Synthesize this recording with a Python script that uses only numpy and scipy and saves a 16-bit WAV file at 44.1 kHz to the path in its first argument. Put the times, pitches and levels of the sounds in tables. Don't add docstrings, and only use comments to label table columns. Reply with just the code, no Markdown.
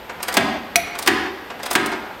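import sys
import numpy as np
from scipy import signal
from scipy.fft import irfft
from scipy.io import wavfile

SR = 44100
rng = np.random.default_rng(int(sys.argv[2]) if len(sys.argv) > 2 else 0)


def output_pcm(signal):
    pcm = np.clip(np.atleast_2d(signal).T, -1, 1) * 32767
    wavfile.write(sys.argv[1], SR, np.round(pcm).astype(np.int16))


N = 97020
T = np.arange(N) / SR
SHORT = 8192


def undb(db):
    return 10 ** (np.asarray(db) / 20)


def along(points, hz):
    freqs, values = np.array(points, float).T
    return np.interp(np.log(np.maximum(hz, 1)), np.log(freqs), values)


def noise(colour, size=SHORT):
    f = np.fft.rfftfreq(size, 1 / SR)
    x = irfft(np.exp(2j * np.pi * rng.random(len(f))) * undb(along(colour, f)), size)
    return x / x.std()


def narrow(hz, width_hz, size=SHORT):
    f = np.fft.rfftfreq(size, 1 / SR)
    resonance = np.minimum(f / hz, 1) ** 2 / (1 + (2 * (f - hz) / width_hz) ** 2)
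    x = irfft(np.exp(2j * np.pi * rng.random(len(f))) * resonance, size)
    return x / x.std()


def fade(rise_s, hold_s, t60_s, size=SHORT):
    t = T[:size]
    return np.minimum(t / rise_s, 1) * np.exp(-np.log(1000) * np.maximum(t - hold_s, 0) / t60_s)


def ring(modes, size=SHORT):
    t = T[:size]
    return sum(undb(db) * np.sin(2 * np.pi * (hz * t + rng.random())) * np.exp(-np.log(1000) * t / t60)
               for hz, db, t60 in modes)


# (frequency [Hz], relative level [dB])
ROOM_TONE_COLOUR = [(18, -54), (30, -9.5), (71, -2.5), (115, -10.5), (153, -8.5), (512, -2), (584, -3),
                    (666, -5), (844, -1.5), (913, -5.5), (2680, -12.5), (3400, -14.5), (6050, -28.5),
                    (13300, -36.5), (16000, -39.5)]


def room_tone():
    return undb(-38) * noise(ROOM_TONE_COLOUR, N) + undb(-58) * narrow(hz=13100, width_hz=1200, size=N)


# (time [s], level [dB])
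HANDLE_TAPS = [(.093, -26.5), (.2, -31.5), (.229, -29.5), (0.2804, -22), (0.341, -24), (.868, -32),
               (.951, -30.5), (.988, -27.5), (1.062, -22.5), (1.5, -27.5), (1.597, -31.5), (1.632, -30),
               (1.658, -26), (1.708, -22.5), (1.922, -24)]
# (frequency [Hz], relative level [dB])
TAP_SPECTRUM = [(80, -44), (250, -1), (500, -1), (850, 3.5), (2000, -2), (4000, -13.5), (8000, -22),
                (16000, -52)]


def taps():
    out = np.zeros(N)
    for at, db in HANDLE_TAPS:
        add(out, at, undb(db) * noise(TAP_SPECTRUM) * fade(0.0036, 0.0081, 0.078))
    return out


# (frequency [Hz], relative level [dB])
GARAGE_COLOUR = [(60, 3), (250, 7), (700, 1), (2000, -0.5), (4500, -6), (8000, -9.5), (12000, -10),
                 (16000, -14)]
# (frequency [Hz], t60 [s])
GARAGE_T60 = [(100, 1.4), (300, 0.97), (1000, 1.44), (2500, 1.054), (5000, 1.11), (9000, 0.49),
              (15000, 0.38)]


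def garage(sound):
    f = np.fft.rfftfreq(N, 1 / SR)
    spectrum = np.exp(2j * np.pi * rng.random(len(f))) * undb(along(GARAGE_COLOUR, f))
    centres = np.geomspace(100, 15000, 9)
    tail = np.zeros(N)
    for hz, weights in zip(centres, np.eye(len(centres))):
        band = irfft(spectrum * np.interp(f, centres, weights), N)
        tail += band * np.exp(-np.log(1000) * T / along(GARAGE_T60, hz))
    onset = np.minimum(T / 0.0067, 1)
    late_drop = undb(-4.5 * np.clip((T - 0.19) / 0.04, 0, 1))
    return 5.61 * signal.fftconvolve(sound, tail * onset * late_drop)[:N]


# (time [s], level [dB], brightness [dB/octave],
# relative scrape level [dB], ring frequency [Hz], relative ring level [dB])
PAWL_TICKS = [(.229, -21.5, 0.5, -14, 11650, -1), (0.283, -20.5, -4, -9, 11400, -2),
              (0.294, -35, 1, -15, 13500, -10), (0.3248, -26.5, -2, -18, 5200, -13),
              (0.341, -20.5, 1.5, -18, 8100, -13), (0.953, -32.5, -6, -6, 8760, -16),
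              (0.9885, -22.5, 2, -13, 8750, -10), (1.026, -25.5, 1.5, -6, 9050, -11),
              (1.062, -21.5, -3, -23, 8750, -15), (1.593, -38.5, -9, -8, 5030, -22),
              (1.632, -27, -2.5, -10, 4950, -1), (1.6612, -25, -0.5, -5, 13300, -10),
              (1.7108, -18.5, 1, -7, 8200, -9), (1.731, -22, 4.5, -9, 9700, -2.5),
              (1.8602, -24, 1, -31, 7940, -9), (1.9176, -33, -5, -14, 10100, -12)]
# (frequency [Hz], relative level [dB])
PAWL_COLOUR = [(150, -52), (700, -5), (1800, 1), (3500, 2), (5000, 2.5), (6300, -0.5), (8500, 2),
               (12000, -6), (16000, -6)]
# (frequency [Hz], relative level [dB], t60 [s])
RATCHET_MODES = [(3555, -3, .04), (4900, -2.5, 0.047), (8330, -7.5, 0.049), (8890, -6, 0.041),
                 (9440, -13, .04), (11750, -4, 0.061), (13500, -6, .035), (15000, -13, 0.028)]
BAY_ECHO_S, SCRAPE_S = 0.0045, 0.0095


def pawl():
    out = np.zeros(N)
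    for at, db, tilt_db, scrape_db, ring_hz, ring_db in PAWL_TICKS:
        colour = [(hz, level + tilt_db * np.log2(hz / 6000)) for hz, level in PAWL_COLOUR]
        scrape = noise(colour) * fade(SCRAPE_S, SCRAPE_S, 0.0053)
        add(out, at - SCRAPE_S, undb(db + scrape_db) * scrape)
        for lag, path_db in ((0, 0), (BAY_ECHO_S, -8)):
            snap = noise(colour) * fade(0.00042, 0.00069, 0.046)
            add(out, at + lag, undb(db + path_db) * snap)
        modes = [(hz, level + rng.normal(-9, 3), t60) for hz, level, t60 in RATCHET_MODES]
        add(out, at, undb(db) * ring(modes + [(ring_hz, ring_db, 0.035)]))
    return out


# (time [s], body level [dB], crack level [dB],
# relative engine ring [dB], ring tilt [dB/octave], thump [Hz], thump level [dB], body centre [Hz])
SLACK_KNOCKS = [(0.3687, -9.5, -14.5, -23, 0, 251, -11, 714), (1.0742, -9, -12, -18.5, -4, 332, -9, 1710),
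                (1.7522, -12, -18, -23, -1.5, 331.4, -11.5, 1560)]
# (frequency [Hz], relative level [dB])
BODY_SPECTRUM = [(40, -40), (110, -21), (200, -4), (350, -4), (520, -18.5), (750, 1.5), (1000, 0.5),
                 (1400, -3), (1900, -.5), (3000, -3), (5000, -14.5), (9000, -18.5), (16000, -49)]
CRACK_SPECTRUM = [(60, -57), (300, -62), (1500, -1.5), (3000, -5.5), (4700, 4.5), (6000, -2.5), (8000, -2),
                  (11000, -7), (16000, -6.5)]
# (frequency [Hz], relative level [dB], t60 [s])
ENGINE_PART_MODES = [(150.6, -18, 0.43), (233.4, -6.5, 0.6), (290.4, -4, 0.81), (331.7, -4, 0.67),
                     (377.2, -2, 0.88), (394.8, 0, 0.88), (722, -18, 1), (750, 1, 0.84), (960, -39, 0.53),
                     (975, -27.5, .6), (1470, -39, .4), (1645, 2, 0.46), (1855, -7, 1), (1813, -10, .5)]
THUMP_LAG_S, BOOM_HZ = 0.00398, 74.3


def knocks():
    blows, rings = np.zeros(N), np.zeros(N)
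    boom = undb(-43.5) * np.sin(2 * np.pi * BOOM_HZ * T) * fade(0.08, 0.14, 0.5, N)
    for at, db, crack_db, ring_db, tilt_db, thump_hz, thump_db, centre_hz in SLACK_KNOCKS:
        body = noise(BODY_SPECTRUM) + undb(-8.5) * narrow(centre_hz, width_hz=430)
        add(blows, at, undb(db) * body * fade(0.00064, 0.0055, 0.058))
        add(blows, at, undb(crack_db) * noise(CRACK_SPECTRUM) * fade(0.00051, 0.0048, 0.03))
        add(blows, at + THUMP_LAG_S, undb(thump_db) * thump(thump_hz))
        modes = [(hz, level + tilt_db * np.log2(hz / 400), t60) for hz, level, t60 in ENGINE_PART_MODES]
        engine = ring(modes, size=SR) * np.minimum(T[:SR] / 0.011, 1)
        add(rings, at, undb(ring_db - 3.5) * engine)
        add(rings, at, boom)
    return blows, rings


def thump(hz):
    return np.sin(2 * np.pi * hz * T[:SHORT]) * fade(0.004, 0.004, 0.028)


# (frequency [Hz], relative level [dB], t60 [s])
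CLANK_MODES = [(2250, 5, 0.0078), (2385, -16, 0.027), (2500, -10.5, .05), (2655, -14.5, 0.034),
               (3394, -19, 0.076), (4230, -17, 0.014), (4960, -23, 0.041), (5800, -16, 0.044),
               (5840, -16, 0.059), (5970, -15, .04), (10300, -23, .03), (10800, -18, 0.042)]
CLANK_S = 0.7577


def clank():
    out = np.zeros(N)
    for lag, path_db in ((0, 0), (BAY_ECHO_S, -9.5)):
        crack = undb(-5.5) * noise(CRACK_SPECTRUM) * fade(0.00056, 0.0006, 0.025)
        steel = undb(-1.5) * ring(CLANK_MODES)
        add(out, CLANK_S + lag, undb(path_db) * (crack + steel))
    add(out, CLANK_S + THUMP_LAG_S, undb(-22.5) * thump(hz=297))
    return out


# (frequency [Hz], relative level [dB])
SHIMMER_SPECTRUM = [(500, -35), (2000, -12), (2600, 0.5), (3100, -12), (5200, -5), (5950, 9), (6600, -6),
                    (9300, -14), (10700, 7.5), (11800, -8), (13400, 0), (16000, -16)]
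HANDLE_HZ, SHIMMER_T60_S = 695, 0.3


def after_ring():
    out = np.zeros(N)
    hum = np.sin(2 * np.pi * HANDLE_HZ * T) * fade(0.0027, 0.03, 0.051, N)
    add(out, CLANK_S, undb(-17) * hum)
    shimmer = noise(SHIMMER_SPECTRUM, N) * fade(0.0018, 0.0044, SHIMMER_T60_S, N)
    add(out, CLANK_S, undb(-32.5) * shimmer)
    modes = [(hz, along(SHIMMER_SPECTRUM, hz), SHIMMER_T60_S * np.sqrt(10000 / hz))
             for hz in rng.uniform(3200, 14500, size=48)]
    add(out, CLANK_S, undb(-43) * ring(modes, size=SR // 2))
    return out


def add(out, at_s, sound):
    start = int(at_s * SR)
    out[start:start + len(sound)] += sound[:N - start]


def scene():
    tapping, ticks = taps(), pawl()
    blows, rings = knocks()
    steel, ringing = clank(), after_ring()
    direct = tapping + ticks + blows + rings + steel + ringing
    echoes = garage(tapping + undb(2) * ticks + blows + undb(-6) * steel + undb(-9) * ringing)
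    return (room_tone() + direct + echoes)[None]


def record(dry):
    low_cut = signal.butter(2, 40, "high", fs=SR, output="sos")
    high_cut = signal.ellip(10, 0.2, 80, 15900, fs=SR, output="sos")
    clipped = np.clip(dry, -1, 1)
    return signal.sosfilt(high_cut, signal.sosfilt(low_cut, clipped))


dry = scene()
out = record(dry)
output_pcm(out)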